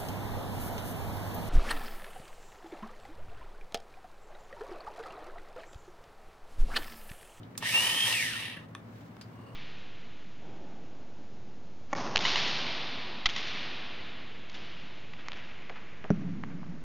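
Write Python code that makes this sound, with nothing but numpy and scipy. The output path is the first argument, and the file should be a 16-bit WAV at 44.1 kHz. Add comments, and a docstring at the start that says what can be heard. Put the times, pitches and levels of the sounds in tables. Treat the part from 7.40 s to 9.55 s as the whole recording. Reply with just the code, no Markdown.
"""A battery pepper mill is held over a table in a small, humming room. First its switch clicks.
The motor spins up: the gear teeth meet so fast that they whine, and they rattle the plastic housing.
From about 0.7 s it slows, and by 1.25 s it has stopped with a thin squeak from the shaft.
Then the mill knocks as it shifts in the hand, and last the fingers rub softly as they turn it over."""
import sys
import numpy as np
from scipy import signal
from scipy.fft import rfft, irfft
from scipy.io import wavfile

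SR = 44100
rng = np.random.default_rng(int(sys.argv[2]) if len(sys.argv) > 2 else 0)


def digitize_waveform(pressure):
    """Quantize a signal to 16-bit integers and store it at the path in sys.argv[1].

    Rows of a 2-D input are taken as channels; values are limited to [-1, 1].
    """
    field = np.atleast_2d(pressure).T
    bounded = np.clip(field, -1, 1)
    quanta = np.round(bounded * 32767).astype(np.int16)
    wavfile.write(sys.argv[1], SR, quanta)


N = 94815
T = np.arange(N) / SR
HZ = np.fft.rfftfreq(N, 1 / SR)


# how often the gear teeth meet: t/s, f/Hz
TOOTH_RATE = [(.2, 597.3), (.256, 1807), (.3, 2278), (.346, 2685), (.39, 2837), (.48, 3008), (.594, 3159),
              (.68, 3192), (.724, 2907), (.762, 2579), (.88, 1817), (.95, 1389), (1.02, 1071),
              (1.23, 200.5)]
TEETH = 11

def shaft_turns():
    """Counts the turns of the slightly unsteady motor shaft."""
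    tooth_hz = curve(TOOTH_RATE) * (1 + .004 * drift(90))
    return np.cumsum(tooth_hz) / SR / TEETH


# how loud the whine is: t/s, level/dB
WHINE_LEVEL = [(.235, -67), (.258, -35), (.3, -33.5), (.334, -34), (.348, -22), (.39, -22), (.408, -27.5),
               (.49, -29), (.55, -30), (.616, -25.5), (.66, -30.5), (.71, -34.5), (.735, -30.5), (.82, -30),
               (.88, -40.5), (.97, -47), (1.1, -76)]
# fuzzy while speeding up or coasting, clean when the teeth bite evenly: t/s, roughness/0-1
WHINE_ROUGHNESS = [(.27, .5), (.32, .8), (.35, .12), (.39, .2), (.43, .62), (.55, .58), (.62, .35),
                   (.71, .85), (.9, .62)]
# the tones in the whine: cycles per shaft turn, level/dB
WHINE_TONES = [(9, -13), (10, -16), (11, -.5), (12, -15), (33, -12.5)]

def whine(turns):
    """The meeting teeth sing one main tone and weaker ones, which flutter as the gears shift."""
    out = np.zeros((2, N))
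    rough = curve(WHINE_ROUGHNESS)
    for cycles, db in WHINE_TONES:
        pitch_ratio = cycles / TEETH
        flutter_hz = 150 * pitch_ratio
        fuzz = np.minimum(rough * pitch_ratio, 1)
        share = 1 if cycles == TEETH else np.sqrt(2 * rough)  # an uneven bite lifts the weaker tones
        wander = (drift(flutter_hz) + 1j * drift(flutter_hz)) / np.sqrt(2)
        flutter = np.sqrt(1 - fuzz ** 2) + fuzz * wander
        for ear in range(2):
            lag = ear * 0.55 * pitch_ratio + 0.37 * drift(24)
            tone = np.exp(1j * (2 * np.pi * cycles * turns - lag))
            out[ear] += amp(db) * share * (flutter * tone).real
    flicker = amp(2.2 * rough * drift(53))
    return shape(out * level(WHINE_LEVEL) * flicker, barrel())


# pitches at which the gears ring the barrel: f/Hz, width/Hz, level/dB
BARREL_PEAKS = [(897, 35, 4.5), (1840, 85, 12), (2730, 80, 4)]

def barrel():
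    """The mill's barrel boosts sound near its own pitches; gives a gain for each frequency."""
    return amp(sum(db * peak(hz, width) for hz, width, db in BARREL_PEAKS))


# how loud the rattle is: t/s, middle level/dB, treble level/dB, bass level/dB
RATTLE_LEVELS = [(.205, -55.5, -72, -63), (.23, -38.5, -48, -45.5), (.27, -33.5, -39.5, -54),
                 (.36, -36, -36, -42), (.44, -35, -35, -43), (.55, -36, -39, -45), (.65, -34, -38.5, -48.5),
                 (.685, -33, -34.3, -41), (.735, -32.5, -38.5, -45.5), (.765, -35, -38, -54.5),
                 (.84, -35, -40, -52.5), (.93, -37.5, -46.5, -60.5), (1.02, -38.5, -49.5, -54),
                 (1.13, -43.5, -62, -59.5), (1.26, -67, -79, -61.5)]
# how the housing colours it at each ear: f/Hz, level/dB
LEFT_COLOUR = [(60, -54), (480, -12.5), (750, -17), (920, -8), (1060, -14), (1200, -8), (1420, -20),
               (1850, -2), (2150, -2.5), (2450, -4.5), (2750, -2.5), (3300, -1.5), (4500, -13),
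               (5400, -11.5), (7000, -20.5), (8800, -18), (10500, -27.5), (12100, -18), (13300, -26.5),
               (15800, -37)]
RIGHT_COLOUR = [(60, -31), (480, -16.5), (950, -13), (1400, -15.5), (1900, -5), (2400, -7), (2750, 2),
                (3250, -9), (3600, -3), (4300, -10.5), (6000, -15.5), (7400, -23.5), (8800, -11),
                (9500, -15.5), (10300, -17.5), (13000, -27.5), (15800, -30.5)]
# how alike the two ears hear it: f/Hz, likeness/0-1
RATTLE_LIKENESS = [(1200, 0.93), (2400, 0.72), (5000, 0)]

def rattle(turns, full_force_hz=1700, scrape=0.56):
    """Each tooth strikes and scrapes, with softer strikes at low speed; the housing colours the noise."""
    tooth_hz = curve(TOOTH_RATE)
    force = np.minimum(tooth_hz / full_force_hz, 1)
    uneven = amp(1.5 * np.clip(rng.standard_normal((2, N)), -2, 2))
    new_tooth = np.diff(np.floor(turns * TEETH), prepend=0)
    strikes = new_tooth * force * uneven * np.sqrt(SR / tooth_hz)
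    wobble = 1 + 0.096 * np.cos(2 * np.pi * turns)
    chatter = amp(1.2 * drift(260))
    grit = rng.standard_normal((2, N))
    contact = (strikes * np.sign(grit) + scrape * grit) * wobble * chatter / np.hypot(force, scrape)
    housing = barrel() * amp([spectrum(LEFT_COLOUR), spectrum(RIGHT_COLOUR)])
    clatter = shape(blend(contact, spectrum(RATTLE_LIKENESS)), housing)
    bass = 1 / (1 + (HZ / 1450) ** 10)
    treble = 1 - 1 / (1 + (HZ / 4600) ** 10)
    bands = enumerate([1 - bass - treble, treble, bass], start=1)
    return sum(unit(shape(clatter, band)) * level(RATTLE_LEVELS, column) for column, band in bands)


# how the squeak swells and fades: t/s, level/dB
SQUEAK_LEVEL = [(.88, -71), (1.0, -58), (1.07, -53.5), (1.14, -66), (1.172, -63), (1.195, -90)]

def squeak(turns):
    """The bearing chirps once a turn as the shaft slows."""
    friction = np.tanh(2 * ring(hz=10540, width=280))
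    chirps = 1 + 0.59 * np.cos(2 * np.pi * turns)
    return friction * chirps * level(SQUEAK_LEVEL) * pan(db=-7)


# snaps of switch, gears and body: t/s, level/dB, f/Hz, width/octaves, fade/s, left over right/dB
SNAPS = [(0.032, -55.5, 3500, 0.38, 0.0078, 8), (.153, -44, 1760, 0.5, 0.0034, 4),
         (0.1771, -28.5, 6760, 1.3, 0.005, -1), (0.4982, -20.5, 2930, 0.28, 0.0038, -4),
         (.7265, -23, 2880, 1, .003, 8), (1.767, -48, 1180, 1.23, 0.003, 1),
         (1.812, -45.5, 2500, 1.4, 0.0079, -0.5)]

def clicks(thump_hz=165, thump_db=-42):
    """Plastic snaps in short bursts of noise; the switch also gives a soft thump."""
    out = np.zeros((2, N))
    for start, db, hz, octaves, fade, side_db in SNAPS:
        colour = 1 / (1 + (np.log2((HZ + 1) / hz) / octaves) ** 2 / 2) ** 2
        burst = (T > start) * np.exp(-since(start) / fade)
        out += unit(shape(pair(0.67), colour)) * burst * amp(db) * pan(side_db)
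    age = since(0.2)
    thump = np.sin(2 * np.pi * thump_hz * age) * np.exp(-age / 0.015)
    return out + amp(thump_db) * thump


# the switch, the gears catching, the mill shifting in the hand: t/s, level/dB
KNOCK_HITS = [(.178, -44), (0.2247, -36.5), (1.3505, -34)]
# the notes of the knocked body: f/Hz, level/dB, time to fade by 60 dB/s
BODY_NOTES = [(1126, 1, 0.017), (1773, -2, 0.016), (2480, -5, 0.014), (3500, -0.5, 0.0098),
              (5970, -8, 0.008), (8900, -6.5, 0.0054), (10700, -6, 0.0022)]

def knocks(rise_s=0.00014):
    """Each knock rings all the body's notes at once, making a dry, light crack."""
    out = np.zeros(N)
    for start, knock_db in KNOCK_HITS:
        age = since(start)
        onset = amp(knock_db) * np.minimum(age / rise_s, 1)
        for k, (hz, db, fade) in enumerate(BODY_NOTES):
            out += (-1) ** k * onset * amp(db - 60 * age / fade) * np.sin(2 * np.pi * hz * age)
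    return out


# short rings: t/s, f/Hz, level/dB, time to fade by 60 dB/s
SHORT_RINGS = [(0.223, 970, -42, 0.11), (1.165, 1830, -39, 0.074), (1.812, 4830, -49.5, 0.087)]

def rings():
    """The barrel and a light metal part ring briefly."""
    return sum(ring(hz, width=300) * amp(db - 60 * since(start) / fade) * (T > start)
               for start, hz, db, fade in SHORT_RINGS)


# fingers sliding on the barrel: t/s, level/dB
RUB_LEVEL = [(0, -69), (1.42, -70), (1.56, -62.5), (1.8, -67), (2.15, -67.5)]
# the colour of that rubbing: f/Hz, level/dB
SKIN_COLOUR = [(300, -8), (1200, 3), (4000, -2.5), (8000, -11.5), (11000, -18), (15000, -10)]
# the barrel ringing as it is turned: t/s, level/dB
TURN_LEVEL = [(1.9, -79), (1.97, -67.5), (2.08, -60.5), (2.15, -66.5)]
# the pitches it rings at: f/Hz, width/Hz, level/dB
TURN_PEAKS = [(467, 320, 3), (1065, 240, 2.5), (2830, 180, -6), (4500, 600, -16.5), (8600, 370, -16)]

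def handling():
    """Skin rubs on the barrel, which rings faintly as it is turned over."""
    rub = unit(shape(pair(0.1), amp(spectrum(SKIN_COLOUR)))) * level(RUB_LEVEL)
    ringing = sum(amp(db) * ring(hz, width) for hz, width, db in TURN_PEAKS) * level(TURN_LEVEL)
    return (rub + ringing) * amp(1.3 * drift(57))


# bounces off the table and hands: delay at the left ear/s, gain
BOUNCES = [(.0013, 0.19), (.0031, .2), (.0054, .2)]

def near_echoes(x):
    """Quick echoes lift some pitches and weaken others, differently at each ear."""
    stretch = np.array([[1], [1.3]])  # longer delays on the right
    echoes = sum(gain * np.exp(-2j * np.pi * HZ * delay * stretch) for delay, gain in BOUNCES)
    return shape(x, 1 + echoes)


def room_echo(x, dull_fade_s=0.31, bright_fade_s=0.18):
    """The room adds a short tail of sound that gets duller as it dies."""
    t = T[:SR // 2]
    noise = rng.standard_normal((2, len(t)))
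    dull = unit(signal.lfilter([1], [1, -.75], noise)) * amp(-60 * t / dull_fade_s)
    bright = 2.3 * noise * amp(-60 * t / bright_fade_s)
    tail = (dull + bright) * (t > .003)
    return signal.fftconvolve(x, tail / np.linalg.norm(tail[0]), axes=1)[:, :N]


# the colour of the room's own noise: f/Hz, level/dB
AIR_COLOUR = [(25, -23), (90, -8.5), (135, -8.5), (175, -1.5), (250, -1), (350, -10.5), (630, -13),
              (1100, -17), (2000, -24), (5570, -49.5), (16000, -49)]
# how alike the two ears hear it: f/Hz, likeness/0-1
AIR_LIKENESS = [(130, 0.9), (300, 0.8), (1000, 0)]
# the tones of the hum: f/Hz, level/dB
HUM_TONES = [(107.7, -56), (119.9, -58), (161.5, -60.5)]

def room_tone():
    """A low rumble, a faint hiss and a wavering hum lie under everything."""
    out = amp(-50.5) * unit(shape(pair(spectrum(AIR_LIKENESS)), amp(spectrum(AIR_COLOUR))))
    for hz, db in HUM_TONES:
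        waver = 1 + 0.39 * drift(16)
        out += amp(db) * np.sqrt(2) * waver * np.sin(2 * np.pi * hz * T + 0.33 * drift(5.5))
    return out * pan(db=1.2)


def amp(db):
    """Turns decibels into a gain to multiply by."""
    return 10 ** (np.asarray(db) / 20)


def unit(x):
    """Scales a sound to an average strength (rms) of 1."""
    return x / np.sqrt(np.mean(x ** 2) + 1e-20)


def since(start):
    """Seconds since the start, zero before it."""
    return np.maximum(T - start, 0)


def curve(points):
    """Joins a table's points over time."""
    return np.interp(T, *np.transpose(points))


def level(points, column=1):
    """Gain over time from a dB table, silent outside it."""
    rows = np.array(points)
    return amp(np.interp(T, rows[:, 0], rows[:, column], left=-130, right=-130))


def spectrum(points):
    """Joins a table's points over frequency, giving each octave equal space."""
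    hz, values = np.transpose(points)
    return np.interp(np.log(HZ + 1), np.log(hz + 1), values)


def shape(x, gain):
    """Turns each frequency up or down by its gain."""
    return irfft(rfft(x) * gain, N)


def drift(hz):
    """Random wander, up to about this fast."""
    return unit(shape(rng.standard_normal(N), 1 / (1 + (HZ / hz) ** 4)))


def pan(db):
    """Gains that put the left ear this many dB above the right."""
    return amp([[db / 2], [-db / 2]])


def blend(noises, likeness):
    """Mixes the left noise into the right to make them partly alike."""
    left, right = noises
    return np.array([left, shape(left, likeness) + shape(right, np.sqrt(1 - likeness ** 2))])


def pair(likeness):
    """Partly alike hiss for the two ears."""
    return blend(rng.standard_normal((2, N)), likeness)


def peak(hz, width):
    """A hump of gain around one pitch."""
    return 1 / (1 + (2 * (HZ - hz) / width) ** 2)


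def ring(hz, width):
    """Noise narrowed until it rings near one pitch."""
    return unit(shape(pair(0.6), peak(hz, width)))


def scene():
    """Adds up the motor, the taps, the hands and the room."""
    turns = shaft_turns()
    motor = whine(turns) + near_echoes(rattle(turns)) + squeak(turns)
    taps = clicks() + knocks() + rings()
    echo = room_echo(amp(-11) * motor + amp(-10.5) * taps)
    return motor + taps + echo + handling() + room_tone()


def record(dry):
    """Sound reaches the right microphone a little later, and the very highest treble is cut."""
    lag_s, cut_hz = .00004, 15900
    right = shape(dry[1], np.exp(-2j * np.pi * HZ * lag_s))
    treble_cut = signal.firwin(511, cut_hz, window=("kaiser", 9), fs=SR)
    return signal.oaconvolve(np.array([dry[0], right]), treble_cut[None], "same")


dry = scene()
out = record(dry)
digitize_waveform(out)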